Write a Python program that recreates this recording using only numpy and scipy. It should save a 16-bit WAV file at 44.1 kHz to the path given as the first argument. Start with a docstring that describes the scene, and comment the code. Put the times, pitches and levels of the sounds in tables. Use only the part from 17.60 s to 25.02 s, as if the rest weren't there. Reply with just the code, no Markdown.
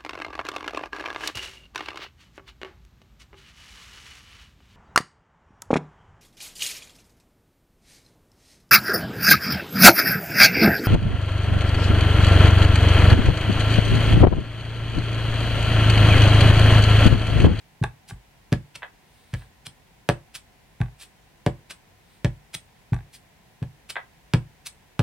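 """First the hush of a small room, then a bump on an ink pad, close to a pair of microphones at a craft table.
A clear acrylic stamp block lands on the pad, on scrap paper and on a card: damped modes thump the table top,
struck resonances clack the block or the pad's plastic case, and the tacky stamp peels off as a burst of snaps.
Something loose rocks with a dull double clack and a hand brushes the paper as swelling, grainy noise.
A slap from the near wall and a short diffuse echo place it all in the room."""
import sys
import numpy as np
from scipy import signal
from scipy.fft import rfft, irfft, next_fast_len
from scipy.io import wavfile

SR = 44100
rng = np.random.default_rng(int(sys.argv[2]) if len(sys.argv) > 2 else 0)


def persist_wave(psi):
    """Save psi, clipped to +-1, as 16-bit WAV."""
    counts = np.round(np.clip(psi, -1, 1) * 32767).astype(np.int16)
    wavfile.write(sys.argv[1], SR, np.atleast_2d(counts).T)


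N = 327222
HIT_SIZE = SR // 2  # samples in half a second, the longest ring or echo

# Levels are relative within each table unless a reference is given.
# room hush, spectral density: pitch_hz, level_db (per Hz)
HUSH_COLOUR = [(15, -37), (25, -8), (53, 5.5), (70, -1.5), (152, 0), (316, -9.5), (403, -9), (637, -11),
               (749, -5.5), (812, -9.5), (1040, -9.5), (1150, -18), (1870, -11.5), (4950, -21.5),
               (15800, -29)]
# decay of the room's echo: pitch_hz, t60_s, level_db
ROOM_ECHO = [(149, 0.23, -11), (434, 0.17, -11), (925, 0.19, -9), (1800, 0.17, -11.5), (3500, 0.16, -11.5),
             (6640, 0.065, -13.5), (8500, 0.21, -6), (11300, .17, -13), (15100, 0.04, -11)]
# diffuse sound at the two microphones: pitch_hz, likeness (correlation, 0 to 1)
MIC_LIKENESS = [(100, 0.8), (500, 0.31), (1500, 0.23), (4000, 0.023), (8000, 0), (15000, 0.27)]
# hand and sleeve brush over the paper: middle_s, level_db (rms at full swell), half_length_s (to 1/e)
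BRUSH_STROKES = [(1.604, -63.5, 0.16), (1.79, -57.5, 0.059), (4.53, -64.5, 0.08)]
# brush spectral density: pitch_hz, level_db (per Hz)
BRUSH_COLOUR = [(100, -25), (1500, -9), (4000, -2.5), (6800, -18), (8800, -4), (11000, -17), (16000, -9)]
# something loose rocks as the pressure changes: main_clack_s, level_db
LOOSE_ROCKS = [(1.23, -28.5), (1.82, -48), (6.365, -22)]
# resonances of the loose thing: pitch_hz, width_hz, level_db
LOOSE_RESONANCES = [(603, 310, -2), (750, 146, 3.5), (920, 164, 0.5), (1614, 96, 6.5), (1980, 117, 2),
                    (2550, 270, -6), (3450, 550, -9.5)]
# table top modes, its slow sway first: pitch_hz, level_db, t60_s (before the hand's damping)
TABLE_MODES = [(50, -15, 0.3), (88, -13, 0.292), (102, -5, 0.114), (119, -7, 0.193), (145, -19, 0.296),
               (161, 0, 0.066), (194, -9, 0.17), (232, -11.5, 0.16), (300, -14.5, 0.12), (343, -12, 0.223),
               (330, 1, 0.024), (421, -21, 0.118), (487, -9, 0.105), (572, -21, 0.164), (709, -17, 0.109),
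               (866, -19, 0.122)]
# block lands on the ink pad, or the lifted pad drops back: start_s, thump_db, contact_hz (bandwidth), sway_db,
# knock_lag_s (negative = before the thump), knock_db, tick_db, touch_db (first touch, lighter or louder)
PAD_BUMPS = [(0.2139, -13.5, 128, 2, 0.0236, -25.5, -38, -41),
             (0.5202, -25.5, 91, 6.5, -0.013, -43.5, -53, -55),
             (3.2046, -12.5, 120, 3.5, 0.0092, -34.5, -49, -44.5),
             (5.3212, -10, 115, 3, 0.0215, -44, -47.5, -37)]
# resonances of the pad's plastic case: pitch_hz, width_hz, level_db
CASE_RESONANCES = [(400, 69, -2.5), (655, 66, -1.5), (835, 76, 3.5), (1143, 61, -2), (1554, 155, 2),
                   (1720, 274, 1.5), (1910, 610, -4), (2565, 200, -4.5), (3650, 520, -9)]
# stamp peels off: snap_s, level_db, fade_s (die-away scale), treble_db (lift of the treble)
PEELS = [(0.492, -47, 0.0032, 16), (0.504, -45.5, 0.0037, 5), (1.16, -38, .005, -11),
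         (2.069, -37, 0.003, -1.5), (2.756, -34.5, 0.014, 4.5), (3.418, -40.5, 0.03, 5.5),
         (4.110, -36.5, 0.012, -2.5), (4.950, -30, 0.0043, 2), (5.547, -44.5, 0.022, 17),
         (6.305, -33, 0.0086, 0), (7.069, -33.5, 0.01, 10.5)]
# peel spectral density before the treble lift: pitch_hz, level_db (per Hz)
PEEL_COLOUR = [(200, -9), (700, -5), (1100, -5.5), (1550, 1), (1850, -1), (2600, 4.5), (4800, 0.5),
               (7000, -6.5), (8800, -1.5), (11000, -6.5), (13500, -12.5), (16000, -15)]
# block lands on paper: first_touch_s, thump_db, contact_hz (bandwidth), sway_db (of the whole table),
# clack_db, body_db (hollow body), tip_s (from a corner onto the edge; 0 = lands square)
STAMPINGS = [(0.9208, -13, 280, 0.5, -27, -28, 0.006), (1.7315, -12.5, 95, -2, -34, -36, 0.007),
             (2.4891, -17, 900, 5, -20, -17, 0), (3.8627, -15.5, 520.5, 2.5, -28, -22.5, 0.00051),
             (4.6439, -13.5, 230, 5.5, -28, -24, 0.0023), (6.017, -20, 155, -11, -45.5, -39, 0.0103),
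             (6.736, -10, 205, -1, -23.5, -23.5, 0.00044), (7.3914, -12.5, 228, 0, -27.5, -21, 0.0016)]
# resonances of the block's hollow body: pitch_hz, width_hz, level_db
BODY_RESONANCES = [(520, 92, 1.5), (690, 250, -3.5), (895, 225, -2)]
# resonances of the block's clack: pitch_hz, width_hz, level_db
CLACK_RESONANCES = [(1200, 360, -13), (1663, 260, 13), (1956, 210, 12), (2580, 1030, 9), (3700, 250, -41),
                    (3800, 1000, -10), (5450, 2100, -10)]
# resonances of the bright tick of hard contacts: pitch_hz, width_hz, level_db
TICK_RESONANCES = [(5600, 170, 15), (8550, 5100, 9.3), (11460, 4500, 3.1)]

HUSH_DB = -56.64  # rms against full scale
CUTOFF_HZ = 15900  # top of the recorded band
ROCK_LEAD_S, ROCK_LEAD_DB = 0.009, -7  # the lighter first clack of each pair
WEIGHT_LAG_S = 0.00244  # the weight bears on the table just after the first touch
SECOND_S, SECOND_DB = 0.006987, 0.9  # each low thump comes twice: delay and strength of the second thump
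HAND_DAMPING = 1.16  # the pressing hand speeds up the table's decay by this factor
SQUEEZE_CYCLES = 0.23  # the rubber takes up the load over this share of a period of the contact bandwidth
JOLT_DB, JOLT_HZ = -7, 176  # table jolt from a sudden peel: level against the peel, contact bandwidth
SUDDEN_S = 0.004  # die-away at which the jolt has that level; slower peels jolt less
TOUCH_LEAD_S, TOUCH_TICK_DB = 0.011, -15  # first touch: lead on the knock, its tick against its own level
RATTLE_GAP_S = 0.022  # mean spacing as the case settles
RATTLE_DB, RATTLE_LOSS_DB = -37.5, 4.5  # first bounce against the thump, loss per bounce
BUILD_S, BUILD_SHARE = 0.0098, 0.76  # least build-up of the pull; in a slow peel, share of its die-away
CORNER_DB = -16.5  # a corner's touch against the clack that follows


def from_db(db):
    """Decibels to gain."""
    return 10 ** (np.asarray(db) / 20)


def unit(x):
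    """Scale to energy 1."""
    return x / np.sqrt(np.sum(x ** 2) + 1e-20)


def at_hz(points, hz, axis=1):
    """Read one column of a table on a log-frequency axis."""
    points = np.array(points)
    return np.interp(np.log(np.maximum(hz, 1)), np.log(points[:, 0]), points[:, axis])


def cut(x, hz, kind, order=2):
    """Butterworth low- or high-pass."""
    return signal.sosfilt(signal.butter(order, min(hz, SR / 2 - 10), kind, fs=SR, output="sos"), x)


def colour(x, spectrum):
    """Give a noise a spectrum."""
    size = x.shape[-1]
    return irfft(rfft(x) * from_db(at_hz(spectrum, np.fft.rfftfreq(size, 1 / SR))), size)


def add(track, s, sound):
    """Mix a sound into a track at a time."""
    start = max(int(s * SR), 0)
    track[start:start + len(sound)] += sound[:max(N - start, 0)]


def delay(x, s):
    """Delay by any fraction of a sample."""
    size = next_fast_len(N + HIT_SIZE)
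    turn = np.exp(-2j * np.pi * s * np.fft.rfftfreq(size, 1 / SR))
    return irfft(rfft(x, size) * turn, size)[:N]


def diffuse_noise(size):
    """White stereo noise, most alike at the two microphones in the bass."""
    mid, side = rfft(rng.standard_normal((2, size)))
    alike = np.clip(at_hz(MIC_LIKENESS, np.fft.rfftfreq(size, 1 / SR)), 0, 1)
    return irfft(np.sqrt(1 + alike) * mid + np.sqrt(1 - alike) * side * [[1], [-1]], size)


def strike(resonances, chatter_s, chatter):
    """A click and a brief chatter of small contacts ring the resonances, differently on each blow; energy 1."""
    t = np.arange(HIT_SIZE // 4) / SR
    fade = np.exp(-t / chatter_s)
    force = chatter * unit(rng.standard_normal(len(t)) * fade)
    force[0] += 1
    # sharp contacts feed all pitches evenly
    spread = rfft(force)
    force = irfft(spread / (np.abs(spread) + 1e-9), len(t)) * np.sqrt(fade)
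    out = 0
    for k, (hz, width, db) in enumerate(resonances):
        r = np.exp(-np.pi * width / SR)
        gain = (-1) ** k * (1 - r * r) * from_db(db + rng.standard_normal())
        poles = [1, -2 * r * np.cos(2 * np.pi * hz / SR), r * r]
        out = out + gain * signal.lfilter([1, 0, -1], poles, force + 1e-18)
    return unit(out)


def room_hush():
    """Steady diffuse noise, strongest in the bass, lies under everything."""
    return from_db(HUSH_DB) * np.sqrt(2 * N) * unit(colour(diffuse_noise(N), HUSH_COLOUR))


def room_echo(x):
    """Diffuse echoes build up and die away, octave by octave."""
    t, echo = np.arange(HIT_SIZE) / SR, 0
    bins = np.fft.rfftfreq(HIT_SIZE, 1 / SR)
    noise = rfft(diffuse_noise(HIT_SIZE)) * from_db(at_hz(ROOM_ECHO, bins, axis=2))
    build_up = 1 - np.exp(-(t / .005) ** 2)
    for hz in 125 * 2 ** np.arange(8):
        octave = np.clip(1 - np.abs(np.log2(np.maximum(bins, 1) / hz)), 0, 1)
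        decay = np.exp(-np.log(1000) * t / at_hz(ROOM_ECHO, hz))
        echo = echo + irfft(noise * octave, HIT_SIZE) * unit(build_up * decay)
    return signal.fftconvolve(x[None], echo, axes=1)[:, :N]


def wall_slap(clack, wall_s=.0084, wall_hz=3500):
    """The near wall returns the block's clack once, late and dulled."""
    return cut(delay(from_db(-5.5) * clack, wall_s), wall_hz, "low")


def hand_brush(grain_db=3):
    """A soft, grainy hiss swells and fades with each stroke of the hand."""
    t = np.arange(N) / SR
    swell = sum(from_db(db) * np.exp(-((t - s) / half_s) ** 2) for s, db, half_s in BRUSH_STROKES)
    grains = rng.standard_normal(N) * from_db(grain_db * rng.standard_normal(N))
    return swell * np.sqrt(N) * unit(colour(grains, BRUSH_COLOUR))


def loose_rocks(level_db=22.5, top_hz=3700, bottom_hz=420):
    """A dull, grainy double clack with no weight behind it."""
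    out = np.zeros(N)
    for main_s, main_db in LOOSE_ROCKS:
        for s, db in (main_s - ROCK_LEAD_S, main_db + ROCK_LEAD_DB), (main_s, main_db):
            clack = strike(LOOSE_RESONANCES, chatter_s=0.0073, chatter=1.6)
            dull = cut(cut(clack, top_hz, "low", order=6), bottom_hz, "high")
            add(out, s, from_db(db + level_db) * dull)
    return out


def table_loads():
    """Every push on the table, from landings and peels: start_s, thump_db, contact_hz, sway_db."""
    stampings = [(s + WEIGHT_LAG_S, db, hz, sway) for s, db, hz, sway, *_ in STAMPINGS]
    jolts = []
    for s, db, fade_s, _ in PEELS:
        suddenness_db = 2 * 20 * np.log10(SUDDEN_S / fade_s)
        jolts.append((s, db + JOLT_DB + suddenness_db, JOLT_HZ, 0))
    return stampings + [bump[:4] for bump in PAD_BUMPS] + jolts


def table_thumps(lowest_hz=33, spread_db=1.7):
    """The table's modes ring under each load; a cushioned contact reaches only the low ones."""
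    out, t = np.zeros(N), np.arange(HIT_SIZE) / SR
    for s, db, contact_hz, sway_db in table_loads():
        modes = []
        for hz, level, t60 in TABLE_MODES:
            decay = np.exp(-np.log(1000) * HAND_DAMPING * t / t60)
            gain = from_db(level + spread_db * rng.standard_normal())
            modes.append(gain * decay * np.cos(2 * np.pi * hz * t))
        ring = sum(modes[1:]) - from_db(sway_db) * modes[0]  # the slow sway starts opposite to the other modes
        squeeze = 1 - np.exp(-t * contact_hz / SQUEEZE_CYCLES)
        cushioned = cut(ring, contact_hz, "low") * squeeze
        thump = -from_db(db) * cut(cushioned, lowest_hz, "high", order=4)
        add(out, s, thump)
        add(out, s + SECOND_S, from_db(SECOND_DB) * thump)
    return out


def case_contacts(count=3, bounce_tick_db=-20):
    """Each bump is a first touch, the knock and a dying run of bounces: start_s, knock_db, tick_db."""
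    contacts = []
    for start, thump_db, _, _, lag_s, knock_db, tick_db, touch_db in PAD_BUMPS:
        s = start + lag_s
        contacts.append((s - TOUCH_LEAD_S, touch_db, touch_db + TOUCH_TICK_DB))
        contacts.append((s, knock_db, tick_db))
        for k in range(count):
            s += RATTLE_GAP_S * rng.uniform(.8, 1.2)
            db = thump_db + RATTLE_DB - k * RATTLE_LOSS_DB
            contacts.append((s, db, db + bounce_tick_db))
    return contacts


def case_knocks(knock_db=30, tick_db=22):
    """The hollow plastic case of the ink pad knocks under the block and rattles on the table."""
    out = np.zeros(N)
    for s, knock, tick in case_contacts():
        hollow = strike(CASE_RESONANCES, chatter_s=.0035, chatter=2.2)
        add(out, s, from_db(knock + knock_db) * cut(hollow, 2580, "low"))
        add(out, s, from_db(tick + tick_db) * strike(TICK_RESONANCES, chatter_s=.005, chatter=2.2))
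    return out


def stamp_peels(level_db=28, snaps_per_s=9000, treble_hz=5500):
    """Threads of ink snap ever faster until the stamp lets go, then the snaps thin out."""
    out, t = np.zeros(N), np.arange(-HIT_SIZE // 8, HIT_SIZE // 8) / SR
    for s, db, fade_s, treble_db in PEELS:
        build_s = max(BUILD_S, BUILD_SHARE * fade_s)
        pull = np.exp(-np.abs(t / np.where(t < 0, build_s, fade_s)) ** 1.6)
        snapped = rng.random(len(t)) < snaps_per_s * np.sqrt(pull) / SR
        sizes = from_db(3 * np.minimum(rng.exponential(1, len(t)), 4))
        signs = rng.choice([-1, 1], len(t))
        crackle = colour(snapped * sizes * signs * pull, PEEL_COLOUR)
        crackle = crackle + (from_db(treble_db) - 1) * cut(crackle, treble_hz, "high", order=1)
        add(out, s + t[0], from_db(db + level_db) * unit(crackle))
    return out


def block_clacks(body_gain_db=21, clack_gain_db=24.0, tick_gain_db=12.5):
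    """Hard acrylic meets the paper-covered table: a hollow body and a clack, and apart from them a bright tick."""
    clacks, ticks = np.zeros((2, N))
    for start, _, _, _, clack_db, body_db, tip_s in STAMPINGS:
        contacts = [(start + tip_s, 0)]
        if tip_s > WEIGHT_LAG_S:  # slow tipping: the corner is heard apart
            contacts.append((start, CORNER_DB))
        for s, db in contacts:
            body = strike(BODY_RESONANCES, chatter_s=0.01, chatter=1.0)
            clack = strike(CLACK_RESONANCES, chatter_s=.003, chatter=2.2)
            tick = cut(strike(TICK_RESONANCES, chatter_s=.0035, chatter=2.5), 4000, "high")
            add(clacks, s, from_db(db + body_db + body_gain_db) * body)
            add(clacks, s, from_db(db + clack_db + clack_gain_db) * clack)
            add(ticks, s, from_db(db + clack_db + tick_gain_db) * tick)
    return clacks, ticks


def scene(mic_lag_s=2.5e-5, pan_db=0.5):
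    """All sounds at a close pair of microphones, with the wall slap, the room's echo and its hush."""
    rock, thump, case = loose_rocks(), table_thumps(), case_knocks()
    peel = stamp_peels() + hand_brush()
    clack, tick = block_clacks()
    pan = from_db([[-pan_db], [pan_db]])
    near = thump + tick + peel + wall_slap(clack) + (clack + case + rock) * pan
    direct = np.array([delay(near[0], mic_lag_s), near[1]])  # the right microphone is slightly nearer
    echoes = room_echo(from_db(-6.5) * thump + from_db(1.0) * clack + from_db(-2.5) * tick
                       + from_db(-2.0) * case + from_db(4.5) * rock + peel)
    return direct + echoes + room_hush()


def record(dry):
    """Peaks clip at full scale, then a steep low-pass cuts the top."""
    low_pass = signal.ellip(10, .1, 80, CUTOFF_HZ, fs=SR, output="sos")
    return signal.sosfilt(low_pass, np.clip(dry, -1, 1))


dry = scene()
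out = record(dry)
persist_wave(out)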